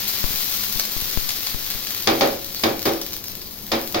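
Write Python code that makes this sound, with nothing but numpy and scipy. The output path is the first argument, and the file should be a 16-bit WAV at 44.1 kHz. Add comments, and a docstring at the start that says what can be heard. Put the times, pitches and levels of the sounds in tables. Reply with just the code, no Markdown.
"""Water sizzles and spits on a hot griddle, heard on two microphones in a small hard-walled kitchen.
Steam hisses, bubbles and drops burst; the sizzle thins as a cloth wipes the water away.
Early on, flecks of spatter land on the left microphone and pop. From two seconds in, three pairs
of soft, wet slaps ring through the room, and steam squirts from under a few drops.
A low room rumble lies under it all."""
import sys
import numpy as np
from scipy import signal
from scipy.fft import rfft, irfft
from scipy.io import wavfile
from scipy.ndimage import uniform_filter1d

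SR = 44100
rng = np.random.default_rng(int(sys.argv[2]) if len(sys.argv) > 2 else 0)


def inscribe(sig):
    """Save sig as 16-bit PCM at rate SR to the path in sys.argv[1].

    A 1-D sig is mono; a 2-D sig holds one channel per row.
    Samples are clipped to [-1, 1] before scaling.
    """
    pcm = np.round(np.clip(np.atleast_2d(sig).T, -1, 1) * 32767)
    wavfile.write(sys.argv[1], SR, pcm.astype(np.int16))


N = 176400

# spectrum of water boiling on the griddle: frequency_hz, gain_db
SIZZLE_SPECTRUM = [(60, -42), (400, -8), (1000, -2.5), (2000, 0.5), (2900, 0.5), (4300, 4.5), (8000, 3.5),
                   (16000, 3)]
# likeness of the two microphones in diffuse sound: frequency_hz, correlation
MIC_COHERENCE = [(40, 0.44), (130, 0.87), (300, 0.88), (550, 0.21), (1200, 0), (16000, 0.5)]
SIZZLE_TREBLE_HZ = 7000


def amp(db):
    return 10 ** (np.asarray(db) / 20)


def unit_rms(x):
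    return x / np.sqrt(np.mean(x ** 2) + 1e-20)


def curve_at(points, hz):
    """Interpolates a table on a log-frequency axis."""
    f, value = np.transpose(points)
    return np.interp(np.log(hz + 1), np.log(f + 1), value)


def add(mix, start_s, sound):
    part = mix[:, round(start_s * SR):][:, :sound.shape[-1]]
    part += sound[..., :part.shape[1]]


def convolve(x, response):
    return signal.fftconvolve(np.atleast_2d(x), np.atleast_2d(response), axes=1)[:, :x.shape[-1]]


def colour(x, spectrum, size=4096):
    """Minimum-phase filter with the given spectrum."""
    log_gain = np.log(amp(curve_at(spectrum, abs(np.fft.fftfreq(size, 1 / SR)))))
    response = np.fft.ifft(np.exp(np.conj(signal.hilbert(log_gain)))).real
    return convolve(x, response[:size // 2])


def highpass(x, hz):
    return signal.lfilter(*signal.butter(1, hz, "high", fs=SR), x)


def resonance(x, hz, q):
    return signal.lfilter(*signal.iirpeak(hz, q, fs=SR), x)


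def diffuse_noise(size):
    """White noise arriving from all sides, most alike at the two microphones in the bass."""
    a, b = rfft(rng.standard_normal((2, size)))
    alike = curve_at(MIC_COHERENCE, np.fft.rfftfreq(size, 1 / SR))
    mid, side = a * np.sqrt((1 + alike) / 2), b * np.sqrt((1 - alike) / 2)
    return irfft(np.array([mid + side, mid - side]), size)


def kitchen_echoes(build_s=.012, build_hz=1490):
    """Hard walls answer with unit energy: the bass builds up slowly and lasts longest."""
    # reverberation of the kitchen: frequency_hz, t60_s
    reverb_times = [(100, 0.44), (400, 0.47), (1000, 0.4), (2800, 0.37), (6000, 0.24), (15000, 0.19)]
    hz, t, noise = signal.stft(diffuse_noise(SR), SR, nperseg=512)
    hz = hz[:, None]
    build = 1 - np.exp(-(t + 0.0005) * (1 + hz / build_hz) / build_s)
    decay = amp(-60 * t / curve_at(reverb_times, hz))
    tail = signal.istft(noise * build * decay, SR, nperseg=512)[1]
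    return tail / np.linalg.norm(tail[0])


def from_griddle(x, room_db, lag_samples=2):
    """Direct sound reaches the nearer, left microphone first; the room answers."""
    at = np.arange(len(x))
    direct = np.array([x, np.interp(at - lag_samples, at, x)])
    return direct + amp(room_db) * convolve(x, kitchen_echoes())


def bubbles(per_s, spread_db):
    """A random train of bursting bubbles, mostly tiny."""
    size = amp(spread_db * np.minimum(rng.exponential(1, N), 3.6))
    return unit_rms(size * rng.choice([-1, 1], N) * (rng.random(N) < per_s / SR))


def sizzle(flutter_db=0.76, flutter_s=0.015, tick_follow=0.36):
    """Steam hiss, dense fizz and sparse ticks all follow the boil."""
    # how hard the water boils: time_s, level_db, cut_below_treble_db
    boil_curve = [(0, -29.5, -3), (.07, -32.5, -2.5), (.1, -29.5, -1.5), (.5, -27.3, 2.5), (.8, -29.5, .5),
                  (.87, -34, -1), (.93, -29, 1), (1.4, -31.5, 0), (1.8, -33, 0), (2.25, -33, 2),
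                  (2.38, -38, -.5), (2.68, -34, 4.5), (2.78, -40, 0.5), (2.92, -37, -1.5), (3.25, -40.5, 4),
                  (3.5, -41, 5.5), (3.87, -36, 5.5), (4, -43.5, 4)]
    times, levels, cuts = np.transpose(boil_curve)
    t = np.arange(N) / SR
    level_db, cut_db = np.interp(t, times, levels), np.interp(t, times, cuts)
    flutter = unit_rms(uniform_filter1d(rng.standard_normal(N), int(flutter_s * SR)))
    boil = amp(level_db + flutter_db * flutter)
    fizz = amp(-3.5) * boil * bubbles(per_s=2600, spread_db=6)
    tick_db = -37.5 + tick_follow * (level_db - level_db.max())
    ticks = amp(tick_db) * bubbles(per_s=130, spread_db=7)
    bursts = from_griddle(fizz + ticks, room_db=-2)
    hiss = amp(-1) * boil * diffuse_noise(N)
    sound = bursts + hiss
    treble = highpass(sound, SIZZLE_TREBLE_HZ)
    return colour(treble + (sound - treble) * amp(-cut_db), SIZZLE_SPECTRUM)


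def room_tone():
    """A steady low rumble reaches the microphones from all sides."""
    # background of the kitchen: frequency_hz, gain_db
    rumble_spectrum = [(20, 6.5), (55, -7.5), (82, 2.5), (100, -2), (125, 0.5), (158, -11), (200, 4.5),
                       (250, -6.5), (320, -4), (450, -5.5), (800, -11), (2000, -19), (16000, -63)]
    return amp(-41.5) * unit_rms(colour(diffuse_noise(N), rumble_spectrum))


def spits(trail_per_s=9000):
    """A drop bursts on the griddle with a snap and a short trail of smaller ones."""
    # bursting drops: start_s, level_db, trail_decay_s, treble_db
    drops = [(.079, -3, 0.024, 9.5), (.7525, -13, .003, 11), (.7742, -4, .001, -1), (0.7965, 7, 0.0027, -1),
             (.806, -4.5, 0.00074, -2), (1.2035, -9, .001, 0), (1.2905, 7, 0.0033, -9),
             (1.3057, 0, 0.0009, -12), (1.470, 3, 0.0053, -12), (1.715, 0.5, .005, -15),
             (1.870, 0.5, .003, -10), (1.907, -2, 0.0022, -0.5), (2.024, -13, .002, 12),
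             (2.4455, -11.5, .003, 7.5), (2.567, -18, .002, -18.5), (2.5965, -6, 0.0013, -3),
             (2.854, 1, 0.021, 3.5), (3.0147, -0.5, 0.0074, -1.5), (3.240, -6, 0.0055, -1),
             (3.294, -17, .001, 0), (3.416, -11.5, 0.0055, 1), (3.6665, -14.5, .001, 7)]
    out, t = np.zeros((1, N)), np.arange(SR // 10) / SR
    for start_s, level_db, decay_s, treble_db in drops:
        trail = rng.standard_normal(len(t)) * (rng.random(len(t)) < trail_per_s / SR)
        snap = (t == 0) + amp(-5) * trail * np.exp(-t / decay_s)
        snap /= np.linalg.norm(snap)
        snap += (amp(treble_db) - 1) * highpass(snap, SIZZLE_TREBLE_HZ)
        add(out, start_s, amp(level_db) * snap)
    return colour(from_griddle(out[0], room_db=-3.5), SIZZLE_SPECTRUM)


def spatter_pops(tick_s=0.00022, rise_s=0.00013, leak_hz=5.2):
    """A fleck hits the left microphone's port: a tick, then a pressure step that leaks away."""
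    # spatter on the microphone: start_s, level_db
    flecks = [(0.2416, -10), (0.3063, -20.5), (0.3422, -22), (0.7586, -19), (0.9659, -17.5), (1.0225, -21),
              (1.1740, -9), (1.5462, -16), (1.75, -23.5)]
    out, t = np.zeros((2, N)), np.arange(SR // 3) / SR
    tick = 1.86 * np.exp(-t / tick_s)
    step = 1 - np.exp(-t / rise_s)
    pop = highpass(highpass(tick - step, leak_hz), leak_hz)
    for start_s, level_db in flecks:
        add(out, start_s, amp(level_db) * np.outer([1, 0], pop))
    return out


def room_ring(t, rise_s=0.004):
    """A slap sets the kitchen's low resonances ringing, at a different phase at each microphone."""
    # standing waves between the walls: pitch_hz, level_db, t60_s
    modes = [(178.5, -22, .56), (228.2, -2, 0.38), (331, 1, 0.59), (427.6, -11.5, 0.64), (552, -0.5, 0.59),
             (627, -13.5, 0.25), (714, -5.5, 0.51), (784, 3, 0.34), (852, -24, 0.45), (954, -15, 0.48),
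             (1074, -10.5, 0.43), (1148, -6, 0.36), (1252, -6.5, 0.43)]
    out = np.zeros((2, len(t)))
    for hz, level_db, t60_s in modes:
        mic_phase = np.arccos(curve_at(MIC_COHERENCE, hz)) * np.array([[0], [1]])
        tone = np.sin(2 * np.pi * (hz * t + rng.random()) + mic_phase)
        out += tone * amp(level_db - 60 * t / t60_s)
    return out * (1 - np.exp(-t / rise_s))


def slaps(shared_echo=0.41, crack_rise_s=0.0016, crack_decay_s=0.0028, thump_hz=81, thump_s=.06):
    """A ringing crack, a hollow blow and a low thump, heard off-mic, mostly through the room."""
    # wet slaps: start_s, level_db, crack_db, treble_db, hollow_pitch_hz
    hits = [(2.0724, 30, 2.5, 1, 260), (2.2090, 30, 0.5, -1, 563), (2.6356, 28.5, 2.5, 0, 256),
            (2.855, 28, -2, -4.5, 347), (3.7173, 24.5, 0.5, 3, 227), (3.9445, 25, 1, -1, 756)]
    # spectrum of a slap: frequency_hz, gain_db
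    slap_spectrum = [(40, -42), (80, -14.5), (125, -7), (170, -14.5), (280, -1), (500, 0), (760, -3),
                     (980, -7), (1600, -9.5), (2300, -11.5), (3000, -15.5), (4900, -14.5), (6500, -19.5),
                     (9000, -26), (16000, -40)]
    # resonances of the crack: pitch_hz, level_db
    crack_rings = [(2300, -3), (3290, -3), (3710, -1), (4850, -6)]
    out, t = np.zeros((2, N)), np.arange(SR) / SR
    room = kitchen_echoes()
    direct = amp(-16.5) * (t == 0)
    crack_envelope = (1 - np.exp(-t / crack_rise_s)) * np.exp(-t / crack_decay_s)
    thump = amp(-65.5) * np.sin(2 * np.pi * thump_hz * t) * np.exp(-t / thump_s)
    for start_s, level_db, crack_db, treble_db, hollow_hz in hits:
        crack = highpass(diffuse_noise(SR), hz=2130) * crack_envelope
        crack *= amp(crack_db - 2.5) / np.linalg.norm(crack[0])
        # part of the echo is common to all slaps, the rest is each one's own
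        echoes = np.sqrt(shared_echo) * room + np.sqrt(1 - shared_echo) * kitchen_echoes()
        blow = direct + crack + echoes[:, :SR]
        ringing = sum(amp(db) * resonance(blow, hz, q=48) for hz, db in crack_rings)
        sound = colour(blow + ringing, slap_spectrum) + amp(-52) * room_ring(t)
        sound += amp(-7) * resonance(sound, hollow_hz, q=4) + thump
        sound += (amp(treble_db) - 1) * highpass(sound, hz=1200)
        add(out, start_s, amp(level_db) * sound)
    return out


def steam_squirts(width_s=0.0074):
    """Steam escapes from under a drop in a short, narrow hiss."""
    # jets of steam: peak_s, level_db, pitch_hz
    jets = [(2.545, -41, 4560), (2.568, -31.5, 4400), (3.135, -35, 5800), (3.272, -35.5, 5400),
            (3.418, -38.5, 4650), (3.460, -42, 4400)]
    out, t = np.zeros(N), np.arange(N) / SR
    for peak_s, level_db, pitch_hz in jets:
        swell = np.exp(-.5 * ((t - peak_s) / width_s) ** 2)
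        hiss = unit_rms(resonance(rng.standard_normal(N), pitch_hz, q=8.6))
        out += amp(level_db) * swell * hiss
    return from_griddle(out, room_db=-3.5)


def scene():
    """The kitchen as it reaches the microphone pair."""
    return sizzle() + spits() + steam_squirts() + slaps() + spatter_pops() + room_tone()


def record(dry, top_hz=15950):
    """Each microphone has its own treble notches; both cut off steeply at the top."""
    # response of the microphones: frequency_hz, left_db, right_db
    mic_response = [(100, 1, 1.5), (1620, -1.5, -1), (4740, 3.5, 2.5), (6710, 0.5, -3.5), (7460, -2.5, -30),
                    (8030, -10, -19), (9330, -1.5, -17.5), (10600, -2, -23.5), (10960, -5, -16),
                    (12280, 5.5, -14), (13570, 8.5, -8), (15900, 6, -6)]
    mics = np.array(mic_response)
    heard = np.vstack([colour(dry[0], mics[:, [0, 1]]), colour(dry[1], mics[:, [0, 2]])])
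    band_limit = signal.firwin(1023, top_hz, window=("kaiser", 9), fs=SR)
    return signal.oaconvolve(heard, band_limit[None], "same")


dry = scene()
out = record(dry)
inscribe(out)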